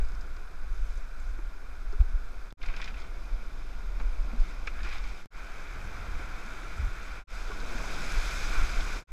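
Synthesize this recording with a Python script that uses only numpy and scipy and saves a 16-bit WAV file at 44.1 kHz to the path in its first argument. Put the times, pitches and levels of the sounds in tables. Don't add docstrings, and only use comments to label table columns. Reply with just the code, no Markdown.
import sys
import numpy as np
from scipy import signal
from scipy.fft import rfft, irfft, next_fast_len
from scipy.io import wavfile
from scipy.ndimage import uniform_filter1d

SR = 44100
rng = np.random.default_rng(int(sys.argv[2]) if len(sys.argv) > 2 else 0)


def digitize_waveform(pressure):
    field = np.atleast_2d(pressure).T
    bounded = np.clip(field, -1, 1)
    quanta = np.round(bounded * 32767).astype(np.int16)
    wavfile.write(sys.argv[1], SR, quanta)


N = 402191


def amp(db):
    return 10 ** (np.asarray(db) / 20)


def evened(x):
    return x / np.sqrt(np.mean(x ** 2) + 1e-20)


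def read(points, hz):
    f, value = np.transpose(points)
    return np.interp(np.log(hz + 1), np.log(f + 1), value)


def curves(rows):
    s, *columns = np.transpose(rows)
    t = np.arange(N) / SR
    return np.array([np.interp(t, s, column) for column in columns])


def add(mix, s, sound):
    start = max(round(s * SR), 0)
    part = mix[start:][:len(sound)]
    part += sound[:len(part)]


def coloured(spectrum):
    size = next_fast_len(N, real=True)
    hz = np.fft.rfftfreq(size, 1 / SR)
    bins = rfft(rng.standard_normal(size)) * amp(read(spectrum, hz))
    return evened(irfft(bins, size)[:N])


def wind(steadiness=0.61):
    # (time [s], strength [dB])
    gust_points = [(0, -19.5), (.12, -29), (.45, -34.5), (.8, -26.5), (1.1, -33.5), (1.3, -29),
                   (1.6, -36.5), (1.95, -26.5), (2.4, -33), (2.75, -30.5), (3.0, -34), (3.35, -33.5),
                   (3.6, -35), (4.2, -24.5), (4.32, -34.5), (4.55, -33.5), (4.95, -29), (5.08, -31),
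                   (5.16, -35.5), (6.0, -36.5), (6.16, -29.5), (6.24, -36.5), (6.6, -37), (6.85, -34.5),
                   (7.15, -35), (7.5, -32.5), (7.8, -30.5), (8.3, -31), (8.6, -27), (9.12, -34)]
    # (frequency [Hz], relative density [dB per Hz])
    rumble_spectrum = [(4.7, 2.5), (8.0, 1), (21, 2.5), (41, -2.5), (49, -10), (56, -11.5), (62, -41),
                       (70, -47), (110, -39), (140, -62), (240, -120)]
    # (frequency [Hz], relative density [dB per Hz])
    whoosh_spectrum = [(40, -24), (60, 30), (85, 16.5), (120, 10.5), (200, -37.5)]
    # (middle [s], half-width to 1/e [s], level [dB])
    flurry_rows = [(0, .03, -57), (.3, 0.16, -55), (1.6, 0.11, -62), (2.01, 0.022, -35), (3.0, 0.27, -55.5),
                   (5.8, .06, -43.5), (6.03, 0.24, -42.5), (6.84, 0.065, -35.5), (7.87, 0.042, -46),
                   (8.41, 0.036, -48), (8.62, 0.051, -40), (8.84, .06, -45.5)]
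    # (middle [s], level [dB], pitch [Hz], push + or pull - [gain])
    buffet_rows = [(2.008, -10, 38, 1), (2.152, -18, 29.3, 0.97), (2.71, -19, 14.6, 0.97),
                   (3.337, -23, 25, -1.1), (4.063, -14.5, 27, -0.91), (4.409, -13.5, 22, -1),
                   (6.851, -19, 30, -0.87), (7.782, -24.5, 18, 1), (8.179, -16.5, 24.5, 1),
                   (8.377, -20, 28, 1), (8.589, -10, 24.4, -0.69), (8.627, -15.5, 18, 0.86),
                   (8.798, -19.5, 18.6, -1)]
    whoosh_db = -33

    t = np.arange(N) / SR
    gust = amp(curves(gust_points)[0])
    flurry = sum(amp(db) * np.exp(-((t - s) / width) ** 2) for s, width, db in flurry_rows)

    rumble = coloured(rumble_spectrum)
    lumps = uniform_filter1d(abs(rumble), size=3000) + 0.064
    out = gust * evened(rumble / lumps ** steadiness)
    out += (gust * amp(whoosh_db) + flurry) * coloured(whoosh_spectrum)

    t = np.arange(-3000, 3000) / SR
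    for s, db, hz, sign in buffet_rows:
        u = (np.pi * hz * t) ** 2
        lump = (1 - 2 * u) * np.exp(-u)
        add(out, s + t[0], sign * amp(db) * lump)
    return out


def noise(spectrum, size, patchy_db=0., flicker_db=0.):
    frames, hz = 4 * N // size + 5, np.fft.rfftfreq(size, 1 / SR)
    real, imaginary, patches = rng.standard_normal((frames, len(hz), 3)).T
    patches = uniform_filter1d(patches, size=8, axis=0)
    patches = evened(uniform_filter1d(patches, size=12, axis=1))
    flicker = evened(uniform_filter1d(rng.standard_normal(frames), size=3))
    level_db = read(spectrum, hz)[:, None] + patchy_db * patches + flicker_db * flicker
    bins = (real + 1j * imaginary) * amp(level_db)
    return evened(signal.istft(bins, nperseg=size, noverlap=3 * size // 4)[1][:N])


def housing(x):
    # (frequency [Hz], width [Hz], gain over the flat leak [dB])
    resonances = [(1100, 450, 5), (690, 150, 0.5), (1449, 320, 13), (1658, 180, 6), (2395, 480, 14),
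                  (3120, 160, 4), (3600, 520, 4.5), (4020, 310, 0.5), (4900, 270, 3), (5370, 270, 4),
                  (6600, 910, -5), (7830, 430, 1.5), (10440, 1000, -4)]
    hz = abs(np.fft.fftfreq(4096, 1 / SR))
    power = 1 + sum(amp(db) ** 2 / (1 + (2 * (hz - f) / w) ** 2) ** 2 for f, w, db in resonances)
    log_gain = np.log(power) / 2
    phase = -signal.hilbert(log_gain).imag
    taps = np.fft.ifft(np.exp(log_gain + 1j * phase)).real[:2048]
    return signal.oaconvolve(x, taps)[:len(x)]


def bubbles(per_s, lo_hz, hi_hz, cycles, spread_db):
    strength = amp(spread_db * np.minimum(rng.exponential(1, N), 5))
    strength = strength * (rng.random(N) < per_s / SR)
    kind, out = rng.integers(0, 9, N), np.zeros(N)
    for k, hz in enumerate(np.geomspace(lo_hz, hi_hz, num=9)):
        turns = np.arange(0, 3 * cycles, hz / SR)
        chirp = np.sin(2 * np.pi * turns * (1 + 0.028 * turns)) * np.exp(-turns / cycles * 2)
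        out += signal.oaconvolve(strength * (kind == k), chirp)[:N]
    return evened(out)


def water_levels():
    # (start [s], churn round the hull [dB], far roar [dB], nearer wash [dB],
    # spray [dB], fine mist [dB]), all before the swell
    stretches = np.array([(0, -55, -55, -62, -63.5, -70), (2.556, -51.5, -58, -58.5, -62.5, -70),
                          (5.29, -51.5, -52.5, -55.5, -63, -68.5), (7.256, -49, -48.5, -51, -53.5, -59.5),
                          (9.056, -56, -55.5, -51, -59, -63)])
    # (time [s], swell [dB], extra churn against the hull [dB])
    swell_rows = [(0, 1.5, 3), (.08, -0.5, 1.5), (.5, -2.1, .5), (1.6, -2.3, 0), (2.5, -1.2, 0.7),
                  (3.5, -0.7, -1.6), (4.3, 0.5, 0.5), (5.25, 3.5, -2), (5.33, 2.4, -2), (6.0, 3.8, 1),
                  (6.4, 5, 0), (7.2, 5, -1), (7.3, -0.8, -2.5), (7.6, -1, 3.5), (7.82, 3.5, 4.5),
                  (8.25, 8.5, 1), (8.6, 6.5, 3.5), (9.0, 4.5, 2), (9.1, -6.5, 1)]
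    # (churn, roar, wash, spray, mist) [dB per dB]
    follow = (.3, .7, .9, .95, 1.05)
    # (start [s], time until it falls [s], level [dB], brightness [dB per layer])
    pour_rows = [(0.714, 0.29, -64.5, 8), (1.17, .12, -65, 7), (2.61, 0.14, -52, -1),
                 (2.752, 0.14, -48, -.3), (2.956, 0.051, -51, .3), (4.386, 0.12, -55.5, 4),
                 (4.73, 0.069, -61.5, -19), (4.825, 0.08, -44, -.3), (4.903, 0.059, -43, -1),
                 (5.023, 0.086, -51, 1), (8.51, 0.12, -44.5, -11)]
    # (roar, wash, spray, mist) [dB]
    pour_balance = np.array((-8.5, -1.7, -12, -21.5))
    rise_s, fall_s = 0.016, 0.038

    t = np.arange(N) / SR
    swell_db, churn_db = curves(swell_rows)
    stretch_db = stretches[np.searchsorted(stretches[1:, 0], t), 1:].T
    gain = amp(stretch_db + np.outer(follow, swell_db))
    gain[0] *= amp(churn_db)

    power = gain ** 2
    for start, length, db, bright_db in pour_rows:
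        rise = np.clip((t - start) / rise_s, 0, 1)
        fall = np.exp(-np.maximum(t - start - length, 0) / fall_s)
        layer_db = db + pour_balance + bright_db * np.arange(-1, 3)
        power[1:] += np.outer(amp(layer_db), rise * fall) ** 2
    return np.sqrt(power)


def river():
    # (frequency [Hz], relative density [dB per Hz])
    churn_spectrum = [(60, -2), (110, 0.5), (200, -3.5), (400, -4.5), (800, -9), (1300, -16), (2500, -42)]
    # (frequency [Hz], relative density [dB per Hz])
    roar_spectrum = [(500, -46), (900, -5), (1400, 4), (1900, -2), (2600, -13.5), (5000, -27)]
    # (frequency [Hz], relative density [dB per Hz])
    wash_spectrum = [(500, -26), (750, 0.5), (1400, -14.5), (2000, 1.5), (2600, -8.5), (3300, -7.5),
                     (5000, -15), (9000, -66)]
    # (frequency [Hz], relative density [dB per Hz])
    spray_spectrum = [(1200, -16), (2400, -4), (3500, 2.5), (5000, 5.5), (6500, -5), (7500, -16),
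                      (10000, -45)]
    # (frequency [Hz], relative density [dB per Hz])
    mist_spectrum = [(4000, -33), (6000, 5.5), (7600, -1.5), (8400, -5.5), (9300, -8), (11500, -8.5),
                     (13000, -15), (15500, -20)]

    churn = noise(churn_spectrum, size=1024, patchy_db=-0.5)
    churn += 0.36 * bubbles(65, 152.0, 832, 15.0, 2.8)
    roar = noise(roar_spectrum, size=512, patchy_db=.6, flicker_db=.4)
    wash = noise(wash_spectrum, size=512, patchy_db=1.3, flicker_db=0.25)
    wash += .5 * bubbles(300, 959, 3270, 3.4, 2.3)
    spray = noise(spray_spectrum, size=256, patchy_db=-0.5, flicker_db=1.16)
    spray += 0.43 * bubbles(900, 3000, 6080, 16.0, 1.7)
    mist = noise(mist_spectrum, size=256, patchy_db=0.95, flicker_db=1.5)
    layers = [churn, roar, wash, spray, mist]
    return sum(gain * evened(housing(layer)) for gain, layer in zip(water_levels(), layers))


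def electronics():
    # (frequency [Hz], relative density [dB per Hz])
    hiss_spectrum = [(2000, -15), (8000, -5), (12000, -4.5), (15500, -13)]
    # (frequency [Hz], rms level [dB])
    whine_rows = [(10492, -95), (12290, -96), (13964, -93)]
    hiss_db = -75
    t = np.arange(N) / SR
    whine = np.zeros(N)
    for hz, db in whine_rows:
        whine += np.sqrt(2) * amp(db) * np.sin(2 * np.pi * (hz * t + rng.random()))
    return amp(hiss_db) * noise(hiss_spectrum, size=512) + whine


def burst(white, centre_hz, octaves):
    hz = np.fft.rfftfreq(len(white), 1 / SR)
    colour = np.exp(-(np.log2(hz / centre_hz + 1e-9) / octaves) ** 2)
    return evened(housing(irfft(rfft(white) * colour, len(white))))


def ticks():
    # (time [s], level [dB], ring pitch [Hz])
    drop_rows = [(0.0473, -52, 5030), (0.0857, -50, 5100), (0.1181, -51, 5030), (0.1506, -51, 5140),
                 (0.2094, -47.5, 4960), (0.3651, -50, 4830), (0.9244, -54, 6130), (0.974, -51, 6100),
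                 (1.1994, -55, 7600), (1.9245, -50, 4600), (2.0073, -48, 3580), (2.5057, -42, 3500),
                 (2.6287, -40.5, 3500), (2.662, -44, 4850), (2.7636, -37.5, 3530), (2.816, -35, 3500),
                 (2.8424, -34.5, 3660), (2.8564, -43, 3600), (2.8759, -53, 3600), (2.9991, -47, 4750),
                 (3.0185, -44, 3500), (3.9983, -49, 3660), (4.4014, -52, 5160), (4.67, -43, 4900),
                 (4.8319, -43, 4900), (4.849, -41, 3550), (4.8898, -45, 3940), (4.982, -41, 3750),
                 (5.039, -46, 4420), (5.0944, -48, 4070), (6.6004, -54, 4060), (7.6016, -40, 4160),
                 (8.1194, -35.5, 6260), (8.8075, -33.5, 3440)]
    t60_s = 0.033
    out, t = np.zeros(N), np.arange(3072) / SR
    for s, db, hz in drop_rows:
        spit = burst(rng.standard_normal(len(t)), np.sqrt(hz * 5200), .6)
        bead = np.sin(2 * np.pi * hz * t)
        onset = 1 - np.exp(-t / 0.0004)
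        add(out, s, amp(db - 60 * t / t60_s) * (.6 * spit + .45 * bead) * onset)
    return out


def splashes():
    # (time [s], level [dB], starting bubble pitch [Hz])
    slap_rows = [(0.366, -43, 1370), (2.007, -40, 610), (2.615, -34, 2120), (2.634, -33, 2030),
                 (2.658, -39, 2400), (2.686, -33, 2110), (2.698, -34, 1050), (2.739, -32.5, 1530),
                 (2.767, -36, 2470), (2.8, -33.5, 1040), (2.816, -35, 2180), (2.824, -29, 1860),
                 (2.877, -31, 2400), (2.942, -39, 2540), (3.017, -47, 1350), (3.045, -40.5, 1460),
                 (4, -34.5, 800), (4.012, -39, 920), (4.301, -38, 710), (4.31, -51, 1150),
                 (4.511, -41, 1930), (4.673, -25, 2396), (4.676, -28, 1244), (4.789, -37, 1240),
                 (4.805, -37, 1680), (4.831, -36, 2430), (4.848, -31, 1370), (4.927, -29.5, 2150),
                 (5.04, -37, 1090), (7.611, -41, 1490), (7.782, -32, 2040), (8.116, -31.5, 1420),
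                 (8.645, -36, 2120)]
    t60_s = 0.049
    out, t = np.zeros(N), np.arange(4096) / SR
    for s, db, hz in slap_rows:
        slap = burst(rng.standard_normal(len(t)), np.sqrt(hz * 1900), 1.2)
        bubble = np.sin(2 * np.pi * hz * t * (1 + 3.5 * t))
        onset = 1 - np.exp(-t / 0.0001)
        add(out, s, amp(db - 60 * t / t60_s) * (.4 * bubble + .45 * slap) * onset)
    return out


def knocks():
    # (time [s], level [dB],
    # starting pitch [Hz], ring t60 [s])
    plop_rows = [(1.388, -35, 323, 0.057), (1.930, -34.5, 394, 0.076), (1.938, -46, 1255, 0.071),
                 (2.004, -31.5, 130, 0.089), (2.006, -54, 298, 0.044), (4, -37, 238, 0.059),
                 (4.008, -40, 500, .072), (4.284, -43, 275, 0.1), (4.33, -32.5, 222, 0.15),
                 (4.672, -34, 470, 0.034), (6.821, -37, 214, 0.076), (7.5, -31.5, 416, 0.069),
                 (7.516, -31, 1100, .05), (7.63, -39, 270, .07), (7.735, -42, 600, 0.079),
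                 (7.75, -34, 225, 0.1), (7.806, -36, 647, .072)]
    thud_db, thud_t60_s = -10, 0.052
    overtones = [(1, 0.71), (1.9, 0.037), (3.4, 0.044)]
    out, t = np.zeros(N), np.arange(8000) / SR
    for s, db, hz, t60 in plop_rows:
        turns = hz * t * (1 + 1.24 * t)
        ring = sum(g * np.sin(2 * np.pi * ratio * turns) for ratio, g in overtones)
        ring = ring * amp(-60 * t / max(t60, .005))
        puff = burst(rng.standard_normal(len(t)), 1.33 * hz, 1.74)
        thud = amp(thud_db - 60 * t / thud_t60_s) * puff
        onset = 1 - np.exp(-t / 0.0013)
        add(out, s, amp(db) * (ring + thud) * onset)
    return out


def scene():
    return (wind() + river() + ticks() + splashes() + knocks())[None]


def record(dry):
    fade_starts = [2.472, 5.205, 7.172, 8.972]
    # (time [s], jump level [dB])
    pop_rows = [(2.5254, -35), (5.2586, -37), (9.024, -49)]
    fade_s, silence_s, pop_t60_s = .068, .032, 0.015
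    edge_hz = 15280

    t = np.arange(N) / SR
    fade = np.ones(N)
    for start in fade_starts:
        corners = start + np.cumsum([0, fade_s, silence_s, fade_s])
        fade *= np.interp(t, corners, [1, 0, 0, 1])
    out = (dry[0] + electronics()) * fade
    for s, db in pop_rows:
        add(out, s, amp(db - 60 * t[:4000] / pop_t60_s))
    lowpass = signal.firwin(1023, edge_hz, window=("kaiser", 9), fs=SR)
    return signal.oaconvolve(out, lowpass, "same")[None]


dry = scene()
out = record(dry)
digitize_waveform(out)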